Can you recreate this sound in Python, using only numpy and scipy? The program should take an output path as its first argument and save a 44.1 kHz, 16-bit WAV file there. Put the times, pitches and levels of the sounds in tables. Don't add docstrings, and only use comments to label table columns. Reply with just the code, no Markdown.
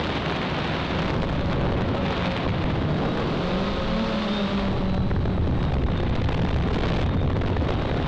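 import sys
import numpy as np
from scipy import signal
from scipy.fft import rfft, irfft, next_fast_len
from scipy.io import wavfile
from scipy.ndimage import uniform_filter1d

SR = 44100
rng = np.random.default_rng(int(sys.argv[2]) if len(sys.argv) > 2 else 0)


def inscribe(sig):
    pcm = np.round(np.clip(np.atleast_2d(sig).T, -1, 1) * 32767)
    wavfile.write(sys.argv[1], SR, pcm.astype(np.int16))


N = 355887

# (time [s], level [dB])
GUST_LEVEL = [(0, -32.5), (.9, -30), (1.16, -25.5), (1.25, -26), (1.96, -24.5), (2.07, -28.5), (2.4, -28),
              (2.49, -24), (2.92, -26.5), (3.1, -30.5), (3.67, -35.5), (3.77, -29.5), (4.3, -38.5),
              (4.63, -29.5), (4.72, -25), (5.05, -22), (5.9, -20), (6.7, -21), (6.85, -24), (7.02, -23),
              (7.12, -17.5), (7.66, -24), (8.07, -26)]
RUMBLE_LEVEL = [(0, -50), (.9, -44), (1.15, -30), (1.9, -31.5), (2.1, -44), (2.4, -50), (2.55, -36),
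                (3.1, -36), (3.65, -32.5), (3.8, -28), (4.3, -38), (4.6, -33), (4.75, -24.5), (5.3, -30.5),
                (5.6, -25), (6.4, -34), (6.8, -37), (7.05, -31), (7.25, -35), (7.7, -34.5), (8.07, -28.5)]
# (time [s], rush [dB], hiss before choking [dB], hiss flicker spread [dB])
AIRSTREAM = [(0, -26.5, -27.5, 4), (.85, -29, -26, 2.5), (1.15, -22.5, -25.5, 4.5), (1.27, -29.5, -29, 3.5),
             (1.6, -24, -26, 2.5), (2.38, -27.5, -25, 3.5), (2.6, -28, -23.5, 2), (3.2, -22, -37, 3.5),
             (3.8, -30, -34, 2.5), (4.4, -33, -35.5, 3), (4.8, -28, -28, 2), (5.05, -33, -31, -1.5),
             (5.45, -27.5, -27, -1), (5.6, -26.5, -25.5, 1), (5.9, -28, -21, -1.5), (6.5, -27.5, -18.5, 5),
             (6.7, -24, -22.5, 2.5), (6.74, -22, -19.5, 5), (6.9, -17, -15.5, 4), (7.04, -25, -20.5, 5),
             (7.12, -30, -18.5, 1), (7.35, -27.5, -24, 4), (7.68, -25.5, -27, 2.5), (8.07, -28, -27, 3)]
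# (time [s], roar [dB], spit [dB], length [s])
EDDIES = [(1.219, -26.0, -31, 0.005), (1.719, -20, -33, 0.0079), (2.463, -18, -41, 0.006),
          (2.638, -20, -33, 0.005), (4.826, -23.5, -42, 0.0027), (4.894, -27, -38, 0.0061),
          (4.941, -27.5, -36, 0.0075), (4.975, -24, -42.0, 0.005), (5.003, -25, -45, 0.0053),
          (5.1, -31, -40, 0.0084), (5.111, -17, -41, 0.0053), (5.161, -24, -47, 0.0046),
          (5.188, -26.5, -49, 0.0067), (5.254, -22, -36, 0.0057), (5.276, -26, -40, 0.0054),
          (5.376, -25, -48, 0.0076), (5.47, -26.5, -38, 0.0086), (5.508, -32, -41, 0.006),
          (5.628, -26, -31, 0.0031), (5.635, -23, -40, 0.0092), (5.648, -26.5, -35, 0.0057),
          (5.718, -28, -38, 0.0075), (5.736, -24.5, -34.5, 0.009), (5.764, -25, -46, 0.008),
          (5.783, -25, -38, 0.0033), (5.804, -29, -52, 0.005), (5.835, -26.0, -37, 0.005),
          (5.863, -28, -42, 0.0083), (5.884, -24, -46, 0.006), (5.916, -25, -38, 0.0066),
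          (5.972, -27.5, -35, 0.0066), (5.999, -23.5, -36, 0.007), (6.027, -25, -36.5, 0.0095),
          (6.091, -31, -36.5, 0.01), (6.152, -27, -30, 0.0048), (6.161, -23, -30, 0.0037),
          (6.215, -27, -33, 0.0073), (6.24, -32, -33, 0.0071), (6.287, -20, -29, 0.0072),
          (6.319, -27, -33.5, 0.012), (6.343, -24, -30.0, 0.0068), (6.374, -26, -36, 0.0076),
          (6.391, -24, -35, 0.0072), (6.415, -26, -33.5, 0.0096), (6.449, -22.5, -33, 0.005),
          (6.472, -31, -44, 0.0086), (6.484, -26, -34, 0.01), (6.504, -26, -35, 0.0097),
          (6.528, -23, -32, 0.0041), (6.541, -27, -32, 0.0056), (6.584, -26, -34.0, 0.0047),
          (6.621, -33, -35, 0.006), (6.683, -24, -37, 0.0059), (6.703, -27, -39, 0.015),
          (6.73, -30, -31.5, 0.0076), (6.74, -29, -28, 0.0076), (6.782, -27.0, -33.5, 0.008),
          (6.804, -26, -34, 0.0088), (6.819, -36, -37, 0.0083), (6.854, -32, -32, 0.006),
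          (6.878, -32, -32.5, 0.017), (6.918, -30, -32.0, 0.0074), (6.945, -24.5, -36, 0.0093),
          (6.958, -27, -32, 0.015), (6.985, -26, -37, 0.013), (7.012, -23, -30.5, 0.0073),
          (7.088, -22, -40, 0.0085), (7.166, -29.0, -43, 0.0099), (7.214, -24.0, -39, 0.0037),
          (7.228, -24, -35, 0.0057), (7.259, -29, -44, 0.004), (7.274, -22, -36, 0.0042),
          (7.298, -23.5, -38, 0.0084), (7.33, -28.0, -36, 0.0046), (7.388, -25, -39, 0.0032),
          (7.411, -25.5, -35, 0.011), (7.435, -23, -43, 0.007), (7.447, -22, -46, 0.004),
          (7.458, -26, -36.5, 0.0074), (7.471, -24.5, -37, 0.014), (7.565, -17, -35, 0.0065),
          (7.683, -21.5, -34.5, 0.012), (7.703, -19, -28, 0.0054), (7.85, -23.5, -38, 0.0094),
          (7.911, -20, -34.0, 0.0053), (7.938, -24.0, -40, 0.0084)]
# (frequency [Hz], level [dB])
BUFFET_COLOUR = [(25, -17.5), (45, -2.5), (70, 7), (110, 5.5), (160, 0.5), (250, -4), (400, -16),
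                 (900, -76.5)]
RUMBLE_COLOUR = [(10, 3.5), (22, 3.5), (40, -1.5), (58, 2.5), (90, -19.5), (200, -52)]
RUSH_COLOUR = [(60, -23), (140, 3), (250, 0.5), (400, -1.5), (700, -7.5), (1100, -13), (1800, -23),
               (3000, -38.5), (5000, -53.5)]
HISS_COLOUR = [(300, -1.5), (700, 8.5), (1200, 5), (1800, 3.5), (2700, 1.5), (3700, -0.5), (4300, -8.5),
               (5000, -18), (7000, -28.5), (9000, -33.5), (11000, -63.5)]
ROAR_COLOUR = [(150, -8), (400, 4), (800, -2.5), (1300, -10), (2000, -14.5), (4000, -54)]
SPIT_COLOUR = [(900, -14), (1600, 0), (2700, 0), (3700, -1), (4300, -7), (5000, -11.5), (7000, -17.5),
               (9000, -20), (11000, -34)]
# (time [s], blade rate [Hz], level [dB])
STEERING_ROTOR = [(0, 158, -38), (.65, 146, -36), (.97, 183, -38), (1.3, 150, -28), (1.65, 133, -32),
                  (1.95, 150, -42), (2.3, 181, -36), (2.85, 149, -31), (3.35, 168, -30), (3.58, 191, -28.5),
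                  (3.7, 203, -30.5), (3.8, 213, -31.5), (4.03, 225, -26.5), (4.22, 210, -28.5),
                  (4.33, 208, -25), (4.5, 201, -24.5), (4.65, 196, -25), (4.8, 191, -28), (5.02, 188, -26),
                  (5.15, 186, -35), (5.6, 180, -36), (5.9, 176, -36), (6.2, 166, -31), (6.7, 175, -30),
                  (7.3, 160, -36), (8.07, 153, -37)]
STEADY_ROTOR = [(0, 183, -44), (.8, 185, -45), (1.25, 180, -36), (1.45, 192, -36.5), (1.8, 182, -34),
                (2.02, 185, -32), (2.28, 179, -34), (2.5, 175, -40), (3.12, 183, -42), (3.42, 175, -42),
                (3.55, 178, -30), (3.95, 181, -32), (4.35, 190, -33.5), (4.7, 189.6, -38),
                (5.22, 189.6, -44), (5.42, 181, -43), (6.1, 176, -45), (7, 175, -45), (7.2, 173.5, -43),
                (7.35, 175, -43), (7.8, 180, -44), (8.07, 178, -35)]
# (multiple of the blade rate, level [dB])
STEERING_HARMONICS = [(1, 0), (2, -12.5), (3, -15.5), (4, -18.5), (5, -20), (6, -19.5), (7, -25)]
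STEADY_HARMONICS = [(1, -1), (2, -15.5), (3, -8), (4, -21.5), (5, -14.5), (6, -11.5), (7, -13)]
# (frequency [Hz], level [dB])
BLADE_COLOUR = [(700, -2), (1200, 2.5), (1900, -4.5), (2700, -2.5), (3600, -0.5), (4300, -4), (5200, -13),
                (7000, -20), (8000, -22), (9500, -22), (11000, -58.5)]
# (frequency [Hz], width [Hz], lift [dB])
FRAME_MODE = (567, 100, 7.5)
HOUSING_MODES = [(3645, 45, 7), (4350, 150, 14.5)]
# (time [s], level [dB])
STEERING_WHINE = [(0, -63), (3.9, -61), (4.25, -54), (4.42, -50), (4.65, -53), (5.2, -58), (5.6, -54),
                  (5.9, -55), (6.2, -60), (8.07, -61)]
STEADY_WHINE = [(0, -62), (2.4, -62), (2.7, -54), (3.15, -53), (3.5, -61), (4.4, -57), (4.95, -53),
                (5.22, -53), (5.45, -56), (6.1, -61), (7, -61), (7.15, -53), (7.3, -58), (7.6, -58),
                (7.87, -50), (8.07, -55)]
WHISTLE_LEVEL = [(0, -79), (2.4, -79), (2.8, -73), (3.4, -77), (4, -74), (4.3, -68), (5.85, -69),
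                 (6.1, -77), (7, -76), (7.2, -73), (8.07, -71)]


def wind():
    rush_db, hiss_db, spread_db = curves(AIRSTREAM)
    stream = packets(rate=190, rise_s=0.00092, smooth_share=0.21, even_s=0.27)
    roar, spit, lull, front, passing = eddies()
    rush, hiss, passed = noise(RUSH_COLOUR), noise(HISS_COLOUR), choke()
    buffet = buffeting() * undb(-8 * passing) + front
    lull_db = -10 * lull
    slow_stream = packets(rate=42, rise_s=0.0072, smooth_share=0.24, even_s=0.28)
    thumps = flicker(slow_stream, spread_db=2.5 * (1 - passed) ** 2)
    rush = rush * undb(rush_db + lull_db) * thumps * flicker(stream, 0.69 * spread_db)
    hiss = hiss * undb(hiss_db + lull_db) * passed * flicker(stream, spread_db)
    return buffet + rush + hiss + noise(ROAR_COLOUR) * roar + noise(SPIT_COLOUR) * spit


def buffeting(flap_db=4, flaps_per_s=60):
    gust_db, = curves(GUST_LEVEL)
    rumble_db, = curves(RUMBLE_LEVEL)
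    flapping_db = flap_db * (1 - choke()) * np.tanh(walk(flaps_per_s))
    return noise(BUFFET_COLOUR) * undb(gust_db + flapping_db) + noise(RUMBLE_COLOUR) * undb(rumble_db)


def eddies(onset_share=0.65, edge_s=0.0015, front_s=0.008, front_db=-17, lull_s=0.007):
    roar, spit, front, passing, lull = np.zeros((5, N))
    front_n, margin = int(front_s * SR), int(lull_s * SR)
    pulse = undb(front_db) * np.sin(np.linspace(0, np.pi, front_n))
    for (start_s, roar_db, spit_db, length_s), sign in zip(EDDIES, rng.choice([-1, 1], len(EDDIES))):
        start, end = int(start_s * SR), int((start_s + length_s) * SR)
        growth = np.linspace(onset_share, 1, end - start)
        growth /= growth.mean()
        roar[start:end] += undb(roar_db) * growth
        spit[start:end] += undb(spit_db) * growth
        front[end:end + front_n] += sign * pulse
        passing[start:end] = 1
        lull[start - margin:end + margin] = 1
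    roar, spit, lull = uniform_filter1d(np.array([roar, spit, lull]), int(edge_s * SR))
    return roar, spit, lull, front, uniform_filter1d(passing, front_n // 2)


def packets(rate, rise_s, smooth_share, even_s):
    kicks = (rng.random(N) < rate / SR) * rng.uniform(0.18, 1, N)
    decay = np.exp(-1 / (rise_s * SR))
    swells = signal.lfilter([1], [1, -decay], kicks[::-1])[::-1]
    stream = np.tanh(swells)
    stream = stream / stream.std() + smooth_share * walk(70)
    stream = stream - uniform_filter1d(stream, int(even_s * SR) + 2)
    return stream / stream.std()


def choke(knee_db=-27.5, db_per_db=1.83):
    gust_db, = curves(GUST_LEVEL)
    return (1 + undb(gust_db - knee_db) ** 2) ** (-db_per_db / 2)


def propeller(track, harmonics, wobble, wobble_rate, flutter_db, smear_rad=0.6):
    blade_hz, level_db = curves(track)
    passed = choke()
    phase = phase_of(blade_hz * (1 + wobble * walk(wobble_rate)))
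    phase += smear_rad * (1 - passed) ** 2 * walk(30)
    hum = 0
    for k, harmonic_db in harmonics:
        strength = undb(harmonic_db) * resonance(k * blade_hz, FRAME_MODE) * flicker(walk(24), flutter_db)
        if k > 1:
            strength *= passed ** 0.12
        hum += strength * np.sin(k * phase + rng.uniform(0, 2 * np.pi))
    return np.sqrt(2) * undb(level_db) * hum


def blade_hiss(depth=0.22, reference_db=-32.5, reference_hz=200, db_per_octave=6):
    blade_hz, _ = curves(STEERING_ROTOR)
    level_db = reference_db + db_per_octave * np.log2(blade_hz / reference_hz)
    swell = 1 + depth * np.cos(phase_of(blade_hz))
    return noise(BLADE_COLOUR) * undb(level_db) * choke() * swell


def motor_whine(track, level, wobble, steps_per_blade=21, fold_hz=4000):
    blade_hz, _ = curves(track)
    level_db, = curves(level)
    whine_hz = steps_per_blade * blade_hz * (1 + wobble * walk(160))
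    heard_hz = fold_hz - np.abs(fold_hz - whine_hz)
    housing = np.prod([resonance(whine_hz, mode) for mode in HOUSING_MODES], axis=0)
    flutter = flicker(walk(24), spread_db=3)
    return np.sqrt(2) * undb(level_db) * housing * flutter * np.sin(phase_of(heard_hz))


def controller_whistle(switching_hz=7950, depth=0.9):
    blade_hz, _ = curves(STEADY_ROTOR)
    level_db, = curves(WHISTLE_LEVEL)
    load = 1 + depth * np.cos(phase_of(blade_hz))
    return np.sqrt(2) * undb(level_db) * load * np.sin(2 * np.pi * switching_hz * np.arange(N) / SR)


def resonance(hz, mode):
    centre_hz, width_hz, lift_db = mode
    return undb(lift_db / (1 + (2 * (hz - centre_hz) / width_hz) ** 2))


def noise(colour):
    hz, db = np.transpose(colour)
    size = next_fast_len(N)
    bin_hz = np.arange(size // 2 + 1) * SR / size + 1e-3
    gain = undb(np.interp(np.log(bin_hz), np.log(hz), db)) * np.minimum(bin_hz / hz[0], 1)
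    shaped = irfft(rfft(rng.standard_normal(size)) * gain, size)[:N]
    return shaped / shaped.std()


def walk(rate):
    hold = max(int(SR / rate), 2)
    steps = np.repeat(rng.standard_normal(N // hold + 1), hold)
    smooth = uniform_filter1d(uniform_filter1d(steps, hold), hold // 2)[:N]
    return smooth / smooth.std()


def flicker(motion, spread_db):
    nepers = spread_db * np.log(10) / 20
    return np.exp(nepers * motion - nepers ** 2)


def curves(table):
    times, *columns = np.transpose(table)
    return [np.interp(np.arange(N) / SR, times, column) for column in columns]


def phase_of(hz):
    return 2 * np.pi * np.cumsum(hz) / SR


def undb(db):
    return 10 ** (np.asarray(db) / 20)


def scene():
    partner_track = [(s, hz * 0.965, db - 13) for s, hz, db in STEERING_ROTOR]
    hum = propeller(STEERING_ROTOR, STEERING_HARMONICS, wobble=0.007, wobble_rate=40, flutter_db=2.2)
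    hum += propeller(partner_track, STEERING_HARMONICS, wobble=0.01184, wobble_rate=8, flutter_db=3.5)
    hum += propeller(STEADY_ROTOR, STEADY_HARMONICS, wobble=0.007, wobble_rate=35, flutter_db=2.5)
    motors = motor_whine(STEERING_ROTOR, STEERING_WHINE, wobble=0.0055)
    motors += motor_whine(STEADY_ROTOR, STEADY_WHINE, wobble=0.004)
    return (hum + motors + controller_whistle() + blade_hiss() + wind())[None]


def record(dry):
    ceiling = undb(-17.35)
    saturated = ceiling * np.tanh(dry / ceiling)
    port_rolloff = signal.bessel(4, 6930, norm="mag", fs=SR, output="sos")
    camera_rolloff = signal.butter(3, 6200, fs=SR, output="sos")
    top_cut = signal.ellip(8, 0.1, 70, 11500, fs=SR, output="sos")
    return signal.sosfilt(np.vstack([port_rolloff, camera_rolloff, top_cut]), saturated)


dry = scene()
out = record(dry)
inscribe(out)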